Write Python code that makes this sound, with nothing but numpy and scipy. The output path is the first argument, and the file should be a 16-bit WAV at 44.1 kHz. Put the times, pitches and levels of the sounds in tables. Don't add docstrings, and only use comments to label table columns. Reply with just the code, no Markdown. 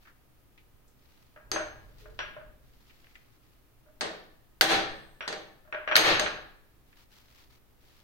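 import sys
import numpy as np
from scipy import signal
from scipy.fft import rfft, irfft
from scipy.io import wavfile
from scipy.ndimage import uniform_filter1d, minimum_filter1d

SR = 44100
rng = np.random.default_rng(int(sys.argv[2]) if len(sys.argv) > 2 else 0)


def master(y):
    cut = np.clip(np.atleast_2d(y).T, -1, 1)
    pcm = np.round(cut * 32767)
    wavfile.write(sys.argv[1], SR, pcm.astype(np.int16))


N = 354123
RING = np.arange(57600) / SR

# (frequency [Hz], correlation [-1 to 1])
LIKENESS = [(30, 0.57), (120, 0.36), (350, 0.34), (700, 0.36), (1500, 0.088), (4000, 0), (16000, 0)]


def blow(force_db, bass_db, treble_db, crack_db, crack_t60, punch_db):
    # (frequency [Hz], relative density [dB per Hz])
    crack_colour = [(100, -27.5), (600, -3), (1050, -5), (1650, 6.5), (2500, -5.5), (3600, -3.5), (4500, 0),
                    (5400, -10.5), (6300, -13), (7200, -17.5), (9200, -19.5), (11300, -15.5),
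                    (16000, -21.5)]
    # (frequency [Hz], relative density [dB per Hz])
    tail_colour = [(30, -11), (55, -19), (90, -12.5), (195, -6), (260, -9.5), (380, -1.5), (750, 0),
                   (980, -4), (1750, 0.5), (2600, -4), (4300, -2.5), (5300, -13), (7000, -17.5),
                   (10000, -21.5), (16000, -26)]
    # (frequency [Hz], relative level [dB], t60 before the cap [s])
    frame_partials = [(325, 4, 0.55), (418, 0.5, .66), (453, 3, 0.48), (513.5, -1.5, 0.58), (567, -4, .6),
                      (615, 9, 0.46), (740, -6.5, 0.37), (781, 4.5, 0.59), (1060, 0, 0.37),
                      (1150, -3.5, 0.65), (1570, 0.5, 0.29), (1750, -1.5, 1), (1860, 0.5, .6),
                      (1890, -6.5, 0.24), (2180, -5, 0.22), (2212, 1, .56), (2630, -5, .55),
                      (3770, -5.5, .5), (4230, -7.5, 0.24), (4600, -6.5, 0.4), (5615, -5, 0.38)]
    # (frequency [Hz], relative level [dB], t60 [s])
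    punch_partials = [(4560, 5, .035), (4620, -6, .28), (6280, 0, .03), (8716, -26, .2), (11300, -13, .04),
                      (13040, -18, .1), (6315, -1.5, .42)]
    # (frequency [Hz], relative density [dB per Hz])
    afterglow_colour = [(300, -13), (800, -9), (1100, -13), (1650, -0.5), (2400, -14.5), (4100, -9.5),
                        (5200, -28), (16000, -57.5)]
    frame_longest_s = 0.75

    crack = steel(noise(crack_colour, len(RING)), bass_db, treble_db, force_db)
    reflections = undb(-10) * fade(0.13)
    crack = crack * (undb(crack_db + 3.0) * fade(crack_t60) + reflections)

    room = steel(noise(tail_colour, len(RING)), bass_db, treble_db, force_db)
    room = die_away(room) * (1 - fade(0.036))

    damped = [(hz, db, min(t60, frame_longest_s)) for hz, db, t60 in frame_partials]
    frame = modes(damped, scatter_db=3.0, waver=0.78) * (1 - fade(0.12))
    frame = undb(-18.0 + bass_db / 2) * frame

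    inner = undb(-29.5) * noise(afterglow_colour, len(RING)) * fade(0.96)
    punch = undb(punch_db) * modes(punch_partials, scatter_db=0.8, waver=0.4)
    sound = crack + room + frame + inner + punch
    return sound * (1 - fade(0.00072))


def hammer_ring():
    # (frequency [Hz], level [dB], t60 [s])
    head_partials = [(8160, -60.5, 2.3)]
    return modes(head_partials, scatter_db=0, waver=0.15)


def clank(cutoff_hz, plate_db):
    # (frequency [Hz], relative density [dB per Hz])
    knock_colour = [(60, -21), (230, -26), (330, -7.5), (480, -10), (620, -8.5), (860, -4.5), (1550, 1.5),
                    (2050, -2.5), (2450, -1.5), (3300, -4), (4000, -12.5), (5200, -14.5), (8000, -22),
                    (16000, -28.5)]
    # (frequency [Hz], relative level [dB], t60 [s])
    part_partials = [(1416, -1, .38), (1520, -1.5, 0.43), (1640, 0, 0.62), (1830, -0.5, 0.24),
                     (2380, -2, .25), (2880, -3, 0.23), (5660, 1, 0.36)]
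    # (frequency [Hz], relative level [dB], t60 [s])
    plate_partials = [(560, -7, .2), (610.4, 1.5, 0.45), (642, -4.5, 0.3)]

    knock = noise(knock_colour, len(RING)) * fade(0.04)
    room = steel(noise(knock_colour, len(RING)), bass_db=0, treble_db=0, force_db=0)
    room = die_away(room) * (1 - fade(0.017))
    parts = modes(part_partials, scatter_db=1.5, waver=0.65)
    sound = undb(8.0) * knock + undb(-3.0) * room + undb(-9.5) * parts

    contact = signal.butter(N=3, Wn=cutoff_hz, fs=SR, output="sos")
    plate = modes(plate_partials, scatter_db=0.6, waver=0.7) * (1 - fade(0.01))
    return signal.sosfilt(contact, sound) + undb(plate_db - 3.5) * plate


def touch(hz, width_hz, t60):
    body = noise([(20, 0), (16000, 0)], len(RING))
    b, a = signal.iirpeak(hz, hz / width_hz, fs=SR)
    body = signal.lfilter(b, a, signal.lfilter(b, a, body))
    body = body / body.std()
    return body * fade(t60) + undb(-14.0) * die_away(body)


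def seating():
    return touch(hz=436, width_hz=18.5, t60=0.33)


def rustle():
    # (start [s], length [s], relative level [dB])
    strokes = [(0.0, .13, -68), (0.956, 0.5, -70.5), (1.7, 0.46, -73), (1.967, 0.12, -64.5),
               (2.043, 0.25, -70.5), (2.605, 0.36, -71.5), (2.785, 0.65, -69), (3.314, .08, -74),
               (3.4, 0.25, -74), (6.854, 0.12, -73), (6.952, 0.12, -63.5), (7.096, 0.17, -62.5),
               (7.221, 0.24, -66.5), (7.346, 0.16, -65), (7.489, 0.11, -64), (7.78, 0.38, -66.5)]
    # (frequency [Hz], relative density [dB per Hz])
    rub_colour = [(200, -23), (900, -2), (2200, -0.5), (4500, -1.5), (6500, -8.5), (9000, -16.5),
                  (16000, -9.5)]

    rise, fall = 0.18, 0.46
    shares = np.array([rise, 1 - rise - fall, fall])
    effort = sum(undb(db) * swell(s, *(length * shares)) for s, length, db in strokes)

    slip_size = 200
    slips = undb(2.4 * rng.standard_normal(N // slip_size + 1)).repeat(slip_size)[:N]
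    slips = uniform_filter1d(slips, size=100)
    return undb(1.0) * effort * slips * noise(rub_colour, N)


def rumble():
    # (frequency [Hz], relative density [dB per Hz])
    rumble_colour = [(20, -14), (44, -4.5), (72, -21), (110, -12.5), (170, -27), (600, -30), (3000, -110)]
    envelope = swell(start=1.408, attack=0.12, hold=0.89, release=0.47)
    return undb(-54) * envelope * noise(rumble_colour, N)


def air():
    # (frequency [Hz], relative density [dB per Hz])
    air_colour = [(20, -2), (45, -7), (65, -5.5), (90, -14.5), (122, -7.5), (160, -18.5), (300, -16),
                  (480, -22), (900, -26.5), (1300, -27.5), (2000, -30), (3500, -34), (8000, -40),
                  (14000, -33.5)]
    # (frequency [Hz], rms level [dB])
    hum_tones = [(118.4, -79), (1254, -87.5)]
    t = np.arange(N) / SR
    hum = sum(undb(db) * np.sqrt(2) * np.sin(2 * np.pi * hz * t) for hz, db in hum_tones)
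    return undb(-60.5) * noise(air_colour, N) + hum


def steel(x, bass_db, treble_db, force_db):
    hz = np.fft.rfftfreq(x.shape[1], 1 / SR)
    tilt = lookup(hz, [(500, bass_db), (1800, 0.0049), (4000, 0), (8500, treble_db)])
    reach = force_db * lookup(hz, [(110, 0.26), (170, 0), (9000, 0.035), (11000, 0.65)])
    grid = np.geomspace(30, 16000, 600)
    ripple = 2.5 * np.interp(hz, grid, rng.standard_normal(len(grid)))
    return irfft(rfft(x) * undb(tilt + reach + ripple))


def modes(table, scatter_db, waver):
    out, knots = 0, np.linspace(0, RING[-1], 75)
    for hz, db, t60 in table:
        size, phase = rng.standard_normal(2)
        alike = np.clip(lookup(hz, LIKENESS), 0, 1)
        shared = np.sqrt(alike) * rng.standard_normal((2, 1, len(knots)))
        separate = np.sqrt(1 - alike) * rng.standard_normal((2, 2, len(knots)))
        drift = waver * (shared + separate)
        in_phase, quadrature = (
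            np.array([np.interp(RING, knots, side) for side in pair]) for pair in drift)
        turn = 2 * np.pi * (hz * RING + phase)
        tone = (1 + in_phase) * np.sin(turn) + quadrature * np.cos(turn)
        out = out + undb(db + scatter_db * size) * fade(t60) * tone
    return out


def die_away(x):
    # (frequency [Hz], t60 [s])
    room_decay = [(50, 1.2), (200, 0.69), (700, 0.61), (2000, 0.55), (4300, 0.52), (7500, 0.36),
                  (14000, 0.29)]
    hz, spectrum = np.fft.rfftfreq(x.shape[1], 1 / SR), rfft(x)
    centres, t60s = np.transpose(room_decay)
    shares = [lookup(hz, np.c_[centres, row]) for row in np.eye(len(centres))]
    return sum(irfft(spectrum * share) * fade(t60) for share, t60 in zip(shares, t60s))


def noise(spectrum, size):
    hz = np.fft.rfftfreq(size, 1 / SR)
    alike = np.clip(lookup(hz, LIKENESS), -1, 1)
    mid, side = rfft(rng.standard_normal((2, size)))
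    mid, side = mid * np.sqrt(1 + alike), side * np.sqrt(1 - alike)
    x = irfft(np.array([mid + side, mid - side]) * undb(lookup(hz, spectrum)), size)
    return x / x.std()


def swell(start, attack, hold, release):
    corners = start + np.cumsum([0, attack, hold, release])
    return np.interp(np.arange(N) / SR, corners, [0, 1, 1, 0])


def fade(t60):
    return np.exp(-np.log(1000) * RING / t60)


def lookup(hz, points):
    f, value = np.transpose(points)
    return np.interp(np.log(hz + 1e-3), np.log(f), value)


def undb(db):
    return 10 ** (np.asarray(db) / 20)


def add(out, s, sound):
    start = int(s * SR)
    out[:, start:start + sound.shape[1]] += sound[:, :N - start]


def scene():
    # (time [s], level [dB], bass tilt [dB], treble tilt [dB],
    # relative crack level [dB], crack t60 [s], relative punch level [dB])
    blows = [(1.5157, -34, 4.5, 10, 6.5, 0.026, 1.5), (4.009, -31, 4.5, 4.5, 3.5, 0.049, -16.5),
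             (4.61, -8, -2, 5, 8.5, 0.036, -15.5), (5.2777, -35, 3.5, 4, 5.5, 0.051, -12.5),
             (5.3260, -43.5, 5.5, 1.5, 7, 0.069, -6), (5.9552, -22, -13.5, -9, 16, .02, -8),
             (5.9643, -4, -4.5, 1.5, 6.5, 0.027, -12.5), (6.196, -29, 0, 4.5, 11, 0.017, -5.5)]
    # (time [s], level [dB], contact cut-off [Hz],
    # relative low plate level [dB], rebound delay [s], rebound level over the knock [dB])
    clanks = [(1.3614, -51.5, 1700, -2, 0.013, -3.5), (1.5605, -29, 1970, -1, .018, -25),
              (1.627, -48, 1810, -10, 0.012, -8), (2.0563, -53, 1680, -2, 0.014, -18),
              (2.1903, -35, 4200, -5.5, 0.013, -4.5), (2.3646, -45, 1620, 2.5, 0.013, -17),
              (3.86, -65.5, 1402, 4.5, .025, 1), (5.207, -39, 3580, -7.5, .0185, -5),
              (5.65, -62.5, 1488, 0.5, .025, 5.5), (5.7252, -34, 2360, -3.5, .0208, -2.5),
              (5.876, -31, 2700, -4.5, 0.011, -4), (5.9128, -28, 2600, -9.5, .0082, 2.5),
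              (6.261, -31, 2900, -10.5, .018, -9)]
    # (time [s], level [dB], centre [Hz], t60 [s])
    touches = [(0.053, -59, 1600, 0.18), (0.072, -55, 1530, 0.16), (0.577, -58, 2370, 0.11),
               (0.878, -70, 6900, .2), (2.898, -57, 2240, 0.062), (2.908, -59, 2140, .039),
               (3.043, -54, 2080, 0.022), (3.0685, -55.5, 2040, 0.022), (3.154, -48, 2020, 0.049),
               (6.929, -59, 1856, .052), (7.136, -68, 4000, .05), (7.373, -64, 2600, .09)]
    # (time [s], level [dB])
    seatings = [(2.014, -48), (2.048, -50)]

    work = rustle()
    hardest_db = max(row[1] for row in blows)
    for s, db, *colour in blows:
        add(work, s, undb(db) * blow(db - hardest_db, *colour))
    add(work, 4.61, hammer_ring())
    for s, db, cutoff_hz, plate_db, rebound_s, rebound_db in clanks:
        add(work, s, undb(db) * clank(cutoff_hz, plate_db))
        add(work, s + rebound_s, undb(db + rebound_db) * clank(cutoff_hz, plate_db))
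    for s, db, hz, t60 in touches:
        add(work, s, undb(db) * touch(hz, 0.67 * hz, t60))
    for s, db in seatings:
        add(work, s, undb(db) * seating())

    left_db, lag = 0.87, 7
    left = work[0] * undb(left_db / 2)
    right = np.pad(work[1], (lag, 0))[:N] * undb(-left_db / 2)
    return np.array([left, right]) + rumble() + air()


def limiter(x, ceiling_db, hold_s, release_s):
    power = uniform_filter1d(np.mean(x ** 2, axis=0), size=129)
    envelope = np.sqrt(np.abs(power) + 1e-12)
    hold = int(hold_s * SR / 2) * 2 + 1
    wanted = np.minimum(1, undb(ceiling_db) / envelope)
    held = minimum_filter1d(wanted, hold, origin=hold // 2)
    pole = np.exp(-1 / (release_s * SR))
    recovering = 1 - signal.lfilter([1 - pole], [1, -pole], 1 - held)
    return x * uniform_filter1d(np.minimum(held, recovering), size=45)


def record(dry):
    limited = np.tanh(limiter(dry, ceiling_db=-9.5, hold_s=0.073, release_s=0.023))
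    top_cut = signal.ellip(10, 0.2, 70, 15900, fs=SR, output="sos")
    return signal.sosfilt(top_cut, limited)


dry = scene()
out = record(dry)
master(out)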